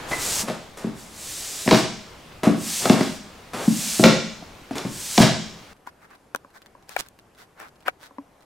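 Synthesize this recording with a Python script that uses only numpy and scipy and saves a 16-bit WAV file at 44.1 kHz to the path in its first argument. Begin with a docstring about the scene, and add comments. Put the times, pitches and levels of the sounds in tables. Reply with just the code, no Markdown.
"""Three shots in a steel-clad garage. First a push broom hisses over concrete: band-shaped friction noise.
After a cut a straw broom sweeps dust into a plastic upright dustpan: its modes boom when it is set down
or struck, cracks scatter grit, and dragged edges scrape. The garage answers with sparse reflections.
After a second cut a hand-held camera is turned about: its case clicks and creaks by modal ringing and
stick-slip, and sleeves rustle as gated friction noise. Steady noise forms the air of each shot."""
import sys
import numpy as np
from scipy import signal
from scipy.fft import rfft, irfft, next_fast_len
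from scipy.io import wavfile
from scipy.ndimage import uniform_filter1d, minimum_filter1d

SR = 44100
rng = np.random.default_rng(int(sys.argv[2]) if len(sys.argv) > 2 else 0)


def materialize(psi):
    """Save the field psi as 16-bit PCM at rate SR to the path in sys.argv[1].

    A 1-D psi becomes a single channel; in a 2-D psi each row is a channel.
    """
    bounded = np.clip(np.atleast_2d(psi).T, -1, 1)
    quanta = np.round(bounded * 32767).astype(np.int16)
    wavfile.write(sys.argv[1], SR, quanta)


N = 372630
T = np.arange(N) / SR  # time [s]
# sudden brushes and scuffs that fade; the first is the tail of a thump, entered at the cut:
# (time [s], bristle level [dB], scuff level [dB], scuff fade [dB/s])
FADING_SCUFFS = [(0.434, -59, -38.5, 43), (.772, -43, -39.5, 67), (2.433, -49, -22, 160),
                 (3.534, -46, -30.5, 26.5), (4.709, -54.5, -42.5, 198.5), (4.755, -41, -31.5, 94)]
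CHATTER_S = 0.0076  # decay time of the chatter after a blow of neutral hardness
CONTACT = 1.41  # first touch of a blow, relative to the rms at which its chatter starts
BURST_DECAY_S = 0.0035  # decay time of cracks and of finger ticks


def broom():
    """Friction: many bristle tips slip on concrete; the broom head adds modal knocks."""
    # bristle hiss swells; the row at .425 is a faint trace of hiss that dies at once after the cut:
    # (start [s], fastest [s], time from which it dies away [s], level at fastest [dB], end level [dB])
    hiss_swells = [(.06, .115, 0.17, -37, -36), (.16, .23, 0.41, -28, -26), (.425, .432, 0.4, -49, -69),
                   (.92, 1.01, 1.15, -46, -59.5), (1.05, 1.33, 1.8, -35, -33.5),
                   (2.51, 2.8, 2.934, -27, -35), (2.95, 3.03, 3.164, -41, -47.5),
                   (3.48, 3.94, 4.06, -28, -28.5), (4.8, 5.09, 5.22, -33, -24.5)]
    # spectrum of the bristle hiss: (frequency [Hz], relative level [dB per Hz])
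    bristle_spectrum = [(180, -33), (300, -17), (624, -8.5), (1080, -9), (1870, -4.5), (7820, 3.5),
                        (16000, -11.5)]
    # push-broom head on the floor: (time [s], peak level [dB], hardness [dB/octave])
    knocks = [(.115, -18, -3.5), (.127, -18, 28)]
    # modes of the head: (frequency [Hz], level [dB], t60 [s])
    head_modes = [(666, -6, 0.014), (984, -4, 0.026), (2022, -7, 0.044)]
    brush_fade_db_per_s = 202.5

    tips = evened(colour(grit(per_s=8200, spread_db=2.5, smooth=1.2), bristle_spectrum))
    brush = sudden_fades(np.transpose(FADING_SCUFFS)[1], [brush_fade_db_per_s] * len(FADING_SCUFFS))
    out = (moved(hiss_swells, rise=1.94) + brush) * tips
    chatters = rng.standard_normal((len(knocks), 1500))
    for (s, db, tilt_db), chatter in zip(knocks, chatters):
        ring, _ = strike(head_modes, tilt_db, CHATTER_S, chatter)
        add(out, s, gain_of(db) * ring)
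    return out


def dustpan_booms():
    """Modal resonance: blows excite the damped modes of the hollow plastic dustpan."""
    # blows: (time [s], peak level before the bass cut [dB], hardness [dB/octave])
    blows = [(.434, -25, -5), (.485, -22.5, 5), (0.499, -14.5, 3), (.843, -12.5, -7), (.868, -22.5, -1),
             (1.661, -18, 10), (1.677, -5.5, 6.5), (1.714, -2, 2.5), (1.729, 1.5, 7), (2.436, -11, 8),
             (2.468, -0.5, -1), (2.479, -8.5, -1), (2.497, -7, -10.5), (2.856, -11.5, 10), (2.899, 0.5, 4),
             (2.925, -9.5, -4), (3.008, -7.5, 7.5), (3.677, -3.5, -16), (3.995, -5.5, -1), (4.03, -9.5, 11),
             (4.04, -0.5, -1.5), (4.059, 0.5, 2.5), (4.424, -32, 10), (4.71, -18, 2.5), (4.851, -13, -18.5),
             (5.18, -1.5, 0), (5.202, 6, -10.5), (5.229, -4, 17.5)]
    # modes of the dustpan: (frequency [Hz], level [dB], t60 [s])
    pan_modes = [(135, -15.5, 0.092), (223, 2, 0.072), (258, 0, 0.069), (282, -0.5, 0.057),
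                 (360.4, -1, 0.045), (452, -7, 0.024), (512, -8.5, 0.034), (636, -8, 0.078),
                 (686, -10.5, 0.067)]
    chatter_growth_db = 0.12  # dB of chatter time per unit of hardness

    boom = np.zeros(N)
    chatters = rng.standard_normal((len(blows), 3000))
    for (s, db, tilt_db), chatter in zip(blows, chatters):
        rattle = CHATTER_S * gain_of(chatter_growth_db * tilt_db)
        ring, _ = strike(pan_modes, tilt_db, rattle, chatter, order=1)
        add(boom, s, gain_of(db) * ring)
    return no_bass(boom, 134)


def cracks_and_grit():
    """Broadband impact: broom on plastic gives a decaying noise burst and scatters swept grit into the pan."""
    # cracks: (time [s], crack peak level [dB], grit scale [dB], hardness [dB/octave])
    cracks = [(0.4867, -24, -31, -6), (1.677, -7.5, -14, -5), (1.6891, -10, -19.5, -1.5),
              (1.711, 0, -3, -2), (2.8554, -7, -24, -3), (2.8973, -5, -13, -0.5), (3.0088, -10, -15, -6.5),
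              (4.0386, 7, -3, -1.5), (4.7102, -25.5, -27, -4.5), (4.782, -17, -27, 3.5),
              (5.178, 1, -8, -0.5), (5.199, -12.5, -1, -2)]
    # spectrum of cracks and grit: (frequency [Hz], gain [dB])
    crack_spectrum = [(290, -25.5), (500, -1), (5500, -6.5), (9360, -26), (16000, -32)]
    grit_s = 0.026  # the grit is loudest this long after the crack

    crack, spray = np.zeros((2, N))
    pivot_hz = crack_spectrum[1][0]
    u = np.arange(8000) / SR / grit_s
    chatters = rng.standard_normal((len(cracks), 1000))
    for (s, db, grit_db, tilt_db), chatter in zip(cracks, chatters):
        burst = np.append(CONTACT, chatter[1:]) * np.exp(-np.arange(len(chatter)) / SR / BURST_DECAY_S)
        tilted = [(f, v + tilt_db * np.log2(f / pivot_hz)) for f, v in crack_spectrum]
        snap = colour(burst, tilted)
        add(crack, s, gain_of(db) * snap / abs(snap).max())
        add(spray, s, gain_of(grit_db) * u * np.exp(-u))  # swells and thins out
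    return crack, colour(spray * grit(per_s=3500, spread_db=4.0, smooth=0.65), crack_spectrum)


def drags_and_scuffs():
    """Sliding friction: the broom head or the lip of the dustpan scrapes dully over the floor."""
    # drags: (start [s], fastest [s], end [s], level at fastest [dB], level at end [dB])
    drags = [(.1, .118, 0.2, -27.5, -45.5), (.15, .3, 0.42, -44, -43), (.465, .49, 0.56, -30, -52),
             (2.78, 2.86, 3, -27.5, -28.5)]
    # spectrum of the scrape: (frequency [Hz], relative level [dB per Hz])
    lip_spectrum = [(59, -37), (100, -9.5), (283, -4), (684, -4.5), (12000, -30), (15600, -58)]
    scrape = evened(colour(grit(per_s=3100, spread_db=3.0, smooth=1.0), lip_spectrum))
    scuffs = sudden_fades(*np.transpose(FADING_SCUFFS)[2:])
    return (moved(drags, rise=2.4) + scuffs) * scrape


def camera_taps():
    """Modal resonance at close range: taps and snaps ring small parts and add a brighter contact tick."""
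    # taps on the body: (time [s], level before the bass cut [dB], hardness [dB/octave], left-right [dB])
    clicks = [(5.873, -26, 3, 4), (6.348, -12.5, 5, 6.5), (6.36, -30, 10, -23), (6.447, -30.5, -15.5, 0),
              (6.751, -36.5, -9, 1), (6.893, -32, 12.5, 8), (7.086, -57, 21.5, 7.5), (7.601, -29.5, 8, 6),
              (8.109, -37, -7, -1), (8.184, -20, -8.5, 0)]
    # modes of the body: (frequency [Hz], level [dB], t60 [s])
    case_modes = [(280, 0.5, 0.097), (564, 7, 0.042), (1000, 17.5, 0.029), (1095, 9, 0.044),
                  (1570, 23, 0.0055), (2310, 5.5, .01)]
    # snaps of a loose flap: (time [s], level before the bass cut [dB], hardness [dB/octave], left-right [dB])
    snaps = [(6.964, -7, 4, 6), (7.87, -46, 6, 11), (7.881, -9, 5, 6.5)]
    # modes of the flap: (frequency [Hz], level [dB], t60 [s])
    flap_modes = [(765, 0.5, 0.023), (1292, -4, 0.013), (1506, -1.5, .012), (2310, -7.5, 0.02)]

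    # each tap: modes, chatter decay [s], lowest frequency [Hz], then its row
    taps = [(case_modes, .0012, 238, *row) for row in clicks]
    taps += [(flap_modes, .003, 560, *row) for row in snaps]
    out = np.zeros((2, N))
    chatters = rng.standard_normal((len(taps), 1500))
    for (modes, rattle, low_hz, s, db, tilt_db, pan_db), chatter in zip(taps, chatters):
        ring, push = strike(modes, tilt_db, rattle, chatter)
        sides = gain_of([[db + pan_db / 2], [db - pan_db / 2]])
        add(out, s, sides * no_bass(ring, low_hz))
        tick = no_bass(uniform_filter1d(push, size=2), 2800)
        add(out, s, sides * gain_of(1.92 * tilt_db - 5.0) * tick)  # harder taps tick louder
    return out


def case_creak():
    """Stick-slip: a joint of the case creaks in a run of bare, uneven slips."""
    start_s, length_s, unit_slip_db, pan_db = 6.989, .021, -17, -12
    count, slip_s = 8, .00012
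    out = np.zeros((2, N))
    sides = gain_of([[unit_slip_db + pan_db / 2], [unit_slip_db - pan_db / 2]])
    for k, (late, size) in enumerate(rng.random((count, 2))):
        slip = (0.45 + 1.9 * size) * np.hanning(round(slip_s * SR))
        add(out, start_s + length_s * (k + late) / count, sides * slip)
    return out


def sleeve_rub():
    """Friction of cloth: sleeves and fingers brush the case in smooth swells and faint random ticks."""
    # brushes: (start [s], length [s], level before brightness [dB], brightness [dB])
    rustles = [(5.853, 0.05, -49, -1), (5.989, 0.094, -54, -1.5), (6.064, 0.12, -56.5, -4.5),
               (6.522, 0.076, -48, 3), (6.865, 0.11, -42.5, 6), (6.948, 0.093, -37, 7),
               (7.008, 0.084, -54, 4.5), (7.353, 0.11, -46, 5), (7.548, 0.15, -47, -4),
               (7.846, 0.065, -39.5, -6.5), (7.981, 0.12, -45.5, 5.5)]
    # spectrum of the cloth: (frequency [Hz], relative level [dB per Hz])
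    cloth_spectrum = [(120, -48), (200, -5), (1550, 5), (6640, -21), (16000, -28.5)]
    fidgets_per_s, weakest_fidget_db = 9, -58

    cloth = evened(colour(grit(per_s=1800, spread_db=4, smooth=.8), cloth_spectrum))
    bright = no_bass(cloth, 3000)
    fidget_db = weakest_fidget_db + 3.1 * np.minimum(rng.exponential(1, N), 3)
    fidgets = gain_of(fidget_db) * (rng.random(N) < fidgets_per_s / SR)
    decay = np.exp(-np.arange(400) / SR / BURST_DECAY_S)
    rub = np.convolve(fidgets, decay)[:N] * (cloth + 5.0 * bright)
    for s, length, db, bright_db in rustles:
        part = slice(round(s * SR), round((s + length) * SR))
        brush = cloth[part] * gain_of(-bright_db) + bright[part] * gain_of(bright_db)
        add(rub, s, gain_of(db) * brush * np.hanning(len(brush)))
    apart = 0.82 * np.roll(rub, 300)  # each capsule hears partly its own rubbing
    return np.array([rub + apart, rub - apart])


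def handling():
    """Near field: dry sounds at the microphone; with the camera on its side the right capsule hears later."""
    right_late_s = .00014  # for taps and creak
    hard = camera_taps() + case_creak()
    hard[1] = np.roll(hard[1], round(right_late_s * SR))
    return hard + sleeve_rub()


def garage(x):
    """Reverberation: sparse reflections of random sign, each band dying at its own rate, partly shared."""
    # reverberation time: (frequency [Hz], t60 [s])
    reverb_times = [(100, 0.73), (250, 0.4), (1000, 0.5), (3000, 0.67), (7000, 0.75), (14000, 0.19)]
    taps = np.zeros((3, SR))  # own left, own right, shared
    at = np.arange(400, SR - 20, 20) + rng.integers(0, 20, (3, (SR - 401) // 20))
    np.put_along_axis(taps, at, rng.choice([-1., 1.], at.shape), 1)
    hz, t, z = signal.stft(taps[2] + 0.59 * taps[:2], SR, nperseg=256)
    fade = gain_of(-60 * t / read(reverb_times, hz)[:, None])
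    tail = signal.istft(z * fade, SR, nperseg=256)[1]
    return signal.fftconvolve(x[None], tail / np.linalg.norm(tail[0]), axes=1)[:, :N]


def air(spectrum, db):
    """Diffuse field: steady noise with drifting patches, its channels correlated by frequency."""
    # left-right correlation of the air: (frequency [Hz], likeness [0 to 1])
    likeness = [(110, 1), (1000, 0.62), (8000, 0.6), (13000, 0.65)]
    frames, hz = N // 256 + 5, np.fft.rfftfreq(1024, 1 / SR)
    a, b, c, d, patches = rng.standard_normal((frames, 513, 5)).T
    patches = uniform_filter1d(patches, 12, 0)  # over frequency
    patches = evened(uniform_filter1d(patches, 14, 1))  # over time
    same = np.clip(read(likeness, hz), -1, 1)[:, None]
    left, other = a + 1j * b, c + 1j * d
    z = np.array([left, same * left + np.sqrt(1 - same ** 2) * other])
    z *= gain_of(read(spectrum, hz)[:, None] + 1.1 * patches)
    noise = signal.istft(z, nperseg=1024, noverlap=768)[1][:, :N]
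    return gain_of(db) * evened(noise)


def grit(per_s, spread_db, smooth):
    """Friction as a random pulse train: tiny slips of uneven size over a smooth hiss."""
    sizes = gain_of(spread_db * np.minimum(rng.exponential(1, N), 3))
    slips = sizes * (rng.random(N) < per_s / SR)
    return evened(evened(slips * rng.standard_normal(N)) + smooth * rng.standard_normal(N))


def strike(modes, tilt_db, rattle, chatter, order=0):
    """Modal excitation: a contact and its chatter drive damped modes; soft contacts favour the main one."""
    main_hz = modes[order][0]
    t = np.arange(round(.4 * SR)) / SR
    hz, db, t60 = np.transpose(modes)[:, :, None]
    mode_db = db + tilt_db * abs(np.log2(hz / main_hz)) - 60 * t / t60
    ring = (gain_of(mode_db) * np.sin(2 * np.pi * hz * t)).sum(0)
    push = np.append(CONTACT, chatter[1:]) * np.exp(-np.arange(len(chatter)) / SR / max(rattle, 1e-4))
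    push /= np.linalg.norm(push)
    sound = signal.fftconvolve(ring, push)
    return sound / abs(sound).max(), push


def moved(rows, rise):
    """Friction grows as a power of speed: a quarter-sine rise, a slide in level, a fast fade from the end."""
    fade_db_per_s = 400
    power = np.zeros(N)
    for start, top, end, top_db, end_db in rows:
        speed = np.sin(np.pi / 2 * np.clip((T - start) / max(top - start, 1e-3), 0, 1))
        slide_db = np.interp(T, [top, max(end, top + 1e-3)], [top_db, end_db])
        level_db = slide_db - fade_db_per_s * np.maximum(T - end, 0)
        power += (speed ** rise * gain_of(level_db)) ** 2
    return np.sqrt(power)


def sudden_fades(levels_db, fades):
    """Exponential decay: sudden starts that fade evenly in dB."""
    longest_s = .13
    out = np.zeros(N)
    for row, db, fade in zip(FADING_SCUFFS, levels_db, fades):
        add(out, row[0], gain_of(db - fade * np.arange(0, longest_s, 1 / SR)))
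    return out


def no_bass(x, hz):
    """Radiation: a small object radiates no deep bass, modelled by a fourth-order high-pass."""
    return signal.sosfilt(signal.butter(4, hz, "high", fs=SR, output="sos"), x)


def colour(x, points):
    """Linear filtering: multiplies the spectrum by a gain curve in dB."""
    size = next_fast_len(x.shape[-1])
    gain = gain_of(read(points, np.fft.rfftfreq(size, 1 / SR)))
    return irfft(rfft(x, size) * gain, size)[..., :x.shape[-1]]


def read(points, hz):
    """Interpolates a frequency table on a logarithmic frequency axis."""
    f, value = np.transpose(points)
    return np.interp(np.log(hz + 1), np.log(f + 1), value)


def gain_of(db):
    """Decibel law: level in dB to amplitude gain."""
    return 10 ** (np.asarray(db) / 20)


def evened(x):
    """Normalises the mean power: scales to rms 1."""
    return x / np.sqrt(np.mean(x ** 2) + 1e-20)


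def add(mix, s, sound):
    """Superposition: adds a sound to the mix from a time in seconds."""
    part = mix[..., round(s * SR):][..., :sound.shape[-1]]
    part += sound[..., :part.shape[-1]]


def scene():
    """Superposition of direct sound, reverberation and air, each shot heard only between its cuts."""
    # cuts between the shots: (first [s], second [s])
    cuts = (.431, 5.734)
    # still air of the garage, a row per shot: (spectrum of (frequency [Hz], relative level [dB per Hz]),
    # level [dB])
    air_of_shot = [([(20, -12.5), (738, -18.5), (1060, -17), (8180, -38), (16000, -49)], -35),
                   ([(12, -39.5), (20, 3), (143, -2.5), (555, -5), (1020, -7.5), (3650, -15.5),
                   (15000, -32)], -45.5), ([(20, -9), (96, -4.5), (849, -8.5), (3840, -26.5),
                   (11800, -31.5), (14300, -37.5), (16000, -52.5)], -57)]

    shot = np.searchsorted(cuts, T)
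    bristles, boom, scrape = broom(), dustpan_booms(), drags_and_scuffs()
    crack, spray = cracks_and_grit()
    lip = spray + scrape
    direct = bristles + boom + crack + lip
    sent = gain_of(-6.0) * bristles + gain_of(-5.0) * boom + gain_of(-7.5) * crack + gain_of(-5.0) * lip
    shots = []
    for k in (0, 1):
        inside = shot == k
        shots.append(direct * inside + garage(sent * inside) + air(*air_of_shot[k]))
    shots.append(handling() + air(*air_of_shot[2]))
    return np.choose(shot, shots)


def record(dry):
    """Gain control: the left leans to the bass, a fast limiter flattens the blows, a low-pass ends the band."""
    # channel balance: (frequency [Hz], left-right [dB])
    lean = [(80, 1), (250, 1.5), (1500, 0.5), (15000, -0.6)]
    edge_hz = 15900
    left = colour(dry[0], [(f, v / 2) for f, v in lean])
    right = colour(dry[1], [(f, -v / 2) for f, v in lean])
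    leaned = np.array([left, right])
    safe_gain = np.minimum(.95 / (abs(leaned).max(0) + 1e-9), 1)
    held = leaned * uniform_filter1d(minimum_filter1d(safe_gain, size=100), size=100)
    low_pass = signal.firwin(511, edge_hz, window=("kaiser", 9), fs=SR)
    return signal.oaconvolve(held, low_pass[None], "same")


dry = scene()
out = record(dry)
materialize(out)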